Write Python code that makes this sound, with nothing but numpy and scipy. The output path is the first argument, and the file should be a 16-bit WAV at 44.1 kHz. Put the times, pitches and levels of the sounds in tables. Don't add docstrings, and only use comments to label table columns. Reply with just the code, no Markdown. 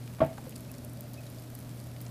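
import sys
import numpy as np
from scipy import signal
from scipy.fft import rfft, irfft
from scipy.io import wavfile
from scipy.ndimage import uniform_filter1d

SR = 44100
rng = np.random.default_rng(int(sys.argv[2]) if len(sys.argv) > 2 else 0)


def invert_db(x):
    u = np.asarray(x, float) / 20
    return 10 ** u


def materialize(psi):
    bounded = np.clip(np.atleast_2d(psi).T, -1, 1)
    quanta = np.round(bounded * 32767).astype(np.int16)
    wavfile.write(sys.argv[1], SR, quanta)


N = 92610


def band(x, hz, width, times=1):
    hz = min(hz, 0.45 * SR)
    b, a = signal.iirpeak(hz, max(hz / width, 0.3), fs=SR)
    for _ in range(times):
        x = signal.lfilter(b, a, x)
    return x


def level(x, db):
    return x * invert_db(db) / np.sqrt(np.mean(x ** 2))


def walk(rate):
    k = int(SR / rate)
    steps = np.repeat(rng.standard_normal(N // k + 1), k)
    return 1.13 * uniform_filter1d(uniform_filter1d(steps, k), k)[:N]


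def shaped(table):
    f = np.arange(N // 2 + 1) * SR / N + 1
    hz, db = np.array(table).T
    colour = np.maximum(np.interp(np.log(f), np.log(hz), db), -90)
    return irfft(rfft(rng.standard_normal(N)) * invert_db(colour), N)


def fade(t, t60):
    return np.exp(-np.log(1000) * t / max(t60, 0.002))


def add(out, start, x):
    i = int(start * SR)
    out[i:i + len(x)] += x[:N - i]


def contacts(table, spread, crack, ring_db):
    out, t = np.zeros(N), np.arange(2048) / SR
    for start, peak_db, hz, t60 in table:
        touch = rng.standard_normal(len(t)) * fade(t, t60)
        touch[0] += crack
        patch = band(touch, hz, hz * spread, times=2)
        ring = band(touch, hz, hz * 0.085)
        x = patch + invert_db(ring_db) * ring
        add(out, start + 0.001, x * invert_db(peak_db) / np.abs(x).max())
    return out


# t/s, level/dB (rms)
HUM_LEVEL = [(0, -44.5), (.5, -46), (1.1, -42.5), (1.6, -46.5), (2.1, -45)]


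def hum():
    hum_hz, octave_db, wobble_db = 120.7, -19, 2.16
    whine_hz, whine_db = 12228, -78
    t = np.arange(N) / SR
    times, db = np.array(HUM_LEVEL).T
    phase = 2 * np.pi * np.cumsum(hum_hz * (1 + 0.0019 * walk(3.05))) / SR
    tone = np.sin(phase) + invert_db(octave_db) * np.sin(2 * phase + 1)
    loudness = invert_db(np.interp(t, times, db) + wobble_db * walk(7.1))
    whine = invert_db(whine_db) * np.sin(2 * np.pi * whine_hz * t)
    return np.sqrt(2) * (tone * loudness + whine)


# f/Hz, width/Hz, level/dB (rms)
FAN_RESONANCES = [(83, 8.2, -60), (144.6, 5.7, -58.5), (241.1, 55.5, -55.5), (301.7, 28, -63),
                  (607, 150, -59.5)]


def fan():
    out = np.zeros(N)
    for hz, width, db in FAN_RESONANCES:
        rumble = band(rng.standard_normal(N), hz, width, times=2)
        out += level(rumble, db) * invert_db(2.8 * walk(4.17))
    return out


# f/Hz, level/dB (per Hz)
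AIR_COLOUR = [(12, -68), (20, -19.5), (65, -10), (123, -11.5), (167, -5.5), (345, -15.5), (584, -20.5),
              (857, -27), (2500, -35), (3250, -67), (5500, -120)]


def air():
    return level(shaped(AIR_COLOUR), -50) * invert_db(0.42 * walk(3.6))


# f/Hz, level/dB (per Hz)
HISS_COLOUR = [(1200, 1), (1800, -2.5), (4800, -2), (6500, -5.5), (10000, -4.5), (12300, -3), (13400, -7),
               (15200, -11.5)]


def hiss():
    patch_hz, patch_db, flickers_per_s = 14200, -72, 25
    patch = level(band(rng.standard_normal(N), patch_hz, 1800, times=2), patch_db)
    patch = patch * invert_db(9 * np.tanh(3 * walk(flickers_per_s) - 2))
    return level(shaped(HISS_COLOUR), -57.5) * invert_db(0.35 * walk(9.3)) + patch


def feet():
    feet_per_s, feet_db, spread_db, feet_hz, t60_s = 250, -59, 4, 8500, 0.0068
    strength = invert_db(spread_db * np.minimum(rng.exponential(size=N), 3))
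    hits = (rng.random(N) < feet_per_s / SR) * strength
    envelope = signal.lfilter([1], [1, -fade(1 / SR, t60_s)], hits)
    return invert_db(feet_db) * band(envelope * rng.standard_normal(N), feet_hz, 13500)


def soft_top():
    f = np.arange(N // 2 + 1) * SR / N
    return irfft(rfft(hiss() + feet()) * (f < 15280), N)


# t/s, level/dB (peak), f/Hz (centre), t60/s (time to die away)
SCRAPES = [(0.0757, -39.5, 2420, 0.028), (0.192, -44, 2410, 0.06), (0.3301, -41, 3640, 0.022),
           (0.4402, -50, 1950, 0.035), (0.5222, -41.5, 2600, 0.039), (0.5566, -37.5, 4820, 0.06),
           (0.5614, -36, 4430, 0.011), (0.7402, -38, 4710, 0.0099), (0.7434, -46, 2200, 0.023),
           (0.9707, -42.5, 4670, 0.035), (1.1403, -37.5, 4840, 0.044), (1.2341, -43, 2470, 0.02),
           (1.265, -41, 3870, 0.06), (1.3843, -43.5, 4970, 0.039), (1.5609, -47, 2710, 0.025),
           (1.5883, -48, 2330, 0.024), (1.8003, -40, 4840, 0.02), (1.915, -48, 2560, 0.02),
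           (1.9639, -39, 2060, 0.02), (2.0637, -41.5, 2390, 0.02)]


def scrapes():
    return contacts(SCRAPES, spread=1.97, crack=9, ring_db=10)


# t/s, level/dB (peak), f/Hz (centre), t60/s (time to die away)
REBOUNDS = [
    (.3762, -40, 1400, 0.026),
    (.3795, -34, 830, 0.024),
    (.4205, -51, 700, 0.013),
    (.454, -43, 710, 0.011),
    (.4640, -37, 512, 0.027),
    (2.067, -44.5, 970, 0.015),
    (.185, -41, 640, 0.055),
]


def rebounds():
    return contacts(REBOUNDS, spread=0.67, crack=3, ring_db=16)


# f/Hz, level/dB, t60/s (time to die away)
BODY = [(79, -24, 0.3), (181.5, -13.5, 0.11), (253, -6, 0.091), (316.3, -5, 0.089), (457, -23, 0.067),
        (580, -1, 0.044), (643.7, 2, 0.095), (653.5, -6, 0.26), (750, -30, 0.097), (889, -22, 0.18),
        (1100, -2, 0.041), (1156.5, -9.5, 0.11), (1320, -12.5, 0.13), (1420, -15, .15)]
# t/s, level/dB, tilt/dB (per octave about 650 Hz), main ring/dB, contact/s (time to build up)
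BLOWS = [
    (0.2038, -22, -2.05, -4.5, .0015),
    (.2150, -24, -3.7, 8, 0.0024),
    (0.248, -37, -6.5, 3.5, .004),
]


def knock():
    clatter_db, clatter_hz, clatter_t60_s = -23, 2000, 0.22
    room_db, room_t60_s, room_hz = -43.5, 0.29, 700
    out, t = np.zeros(N), np.arange(SR // 2) / SR
    for start, db, tilt_db, main_db, contact in BLOWS:
        ring = np.zeros(len(t))
        for hz, mode_db, t60 in BODY:
            gain_db = mode_db + tilt_db * np.log2(hz / 650) + main_db * (550 < hz < 700)
            ring += invert_db(gain_db) * fade(t, t60) * np.sin(2 * np.pi * (hz * t + rng.random()))
        grit = band(rng.standard_normal(len(t)), 70, 150, times=2)
        rough = 1 + 0.35 * level(grit, 0)
        clatter = band(rng.standard_normal(len(t)), clatter_hz, 1800)
        clatter = band(clatter, clatter_hz, 2000, times=2)
        clatter = level(clatter, clatter_db - main_db) * fade(t, clatter_t60_s)
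        build_up = 1 - np.exp(-t / max(contact, 1e-4))
        add(out, start, invert_db(db) * (ring * rough + clatter) * build_up)
    tail = band(rng.standard_normal(len(t)), room_hz, 2000) * fade(t, room_t60_s)
    return out + invert_db(room_db) * signal.fftconvolve(out, tail)[:N]


def boom():
    start_s, boom_hz, boom_db, rise_s, t60_s = 0.218, 142.2, -23, 0.011, 0.22
    t = np.maximum(np.arange(N) / SR - start_s, 0)
    swell = (1 - np.exp(-t / rise_s)) * fade(t, t60_s)
    return invert_db(boom_db) * swell * np.sin(2 * np.pi * boom_hz * t)


# t/s, level/dB (peak), f/Hz (centre), t60/s (time to die away)
TICKS = [(0.2475, -37, 12000, 0.015), (0.262, -37, 13800, 0.015), (0.4399, -45, 7900, 0.018),
         (0.4931, -33.5, 13800, 0.017), (0.5561, -38, 7800, 0.012), (0.5604, -34, 10400, 0.014),
         (0.5794, -41, 11100, 0.02), (0.606, -36, 12000, 0.015), (0.715, -32, 12000, 0.011),
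         (0.7372, -46, 6720, 0.014), (0.847, -33, 11600, 0.018), (0.896, -38, 12800, 0.014),
         (0.9333, -38, 13800, 0.014), (0.9723, -41, 11100, 0.014), (1.0069, -28, 13600, 0.014),
         (1.1336, -35, 12200, 0.014), (1.267, -42, 10600, 0.014), (1.3003, -38, 12000, 0.014),
         (1.383, -52, 8880, 0.014), (1.397, -38, 12200, 0.015), (1.4431, -43, 11000, 0.014),
         (1.501, -40, 12300, 0.014), (1.55, -30, 12100, 0.019), (1.5882, -34, 12400, 0.019),
         (1.6014, -41, 10100, 0.014), (1.7997, -39, 9800, 0.014), (1.8382, -42, 11200, 0.019),
         (1.963, -48, 9600, 0.016), (2.0133, -30, 14900, 0.02), (2.0636, -40, 5700, 0.016)]


def ticks():
    return contacts(TICKS, spread=0.67, crack=5.4, ring_db=-11)


# t/s, length/s, f/Hz, level/dB
SQUEAKS = [
    (0.692, 0.018, 2575, -56.5),
    (1.175, 0.026, 2550, -53),
]


def squeaks():
    throb_hz, throb_depth, arch_hz = 105, 0.4, 90
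    out = np.zeros(N)
    for start, length, hz, db in SQUEAKS:
        t = np.arange(int(length * SR)) / SR
        arch = np.sin(np.pi * t / length)
        throb = 1 - throb_depth * np.cos(2 * np.pi * throb_hz * t)
        pitch = hz + arch_hz * (arch - 0.7)
        tone = np.sin(2 * np.pi * np.cumsum(pitch) / SR)
        add(out, start, invert_db(db) * arch ** 0.5 * throb * tone)
    return out


def scene():
    background = hum() + fan() + air() + soft_top()
    crickets = scrapes() + ticks() + squeaks()
    knocking = rebounds() + knock() + boom()
    return (background + crickets + knocking)[None]


def low_pass(x):
    return signal.sosfilt(signal.butter(12, 16530, fs=SR, output="sos"), x)


def record(dry):
    dip_s, dip_length_s, dip_db, dip_top_hz = 0.1965, 0.0072, -13, 3500
    top_hz, above_top_db = 15280, -24
    t, f = np.arange(N) / SR, np.arange(N // 2 + 1) * SR / N
    in_dip = 1.0 * ((t > dip_s) & (t < dip_s + dip_length_s))
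    dip = uniform_filter1d(in_dip, size=60)
    low = irfft(rfft(dry) / (1 + (f / dip_top_hz) ** 4), N)
    dipped = dry - low * (1 - invert_db(dip_db * dip))
    treble_cut = np.where(f < top_hz, 1, invert_db(above_top_db))
    mix = irfft(rfft(dipped) * treble_cut, N)
    return low_pass(mix)


dry = scene()
out = record(dry)
materialize(out)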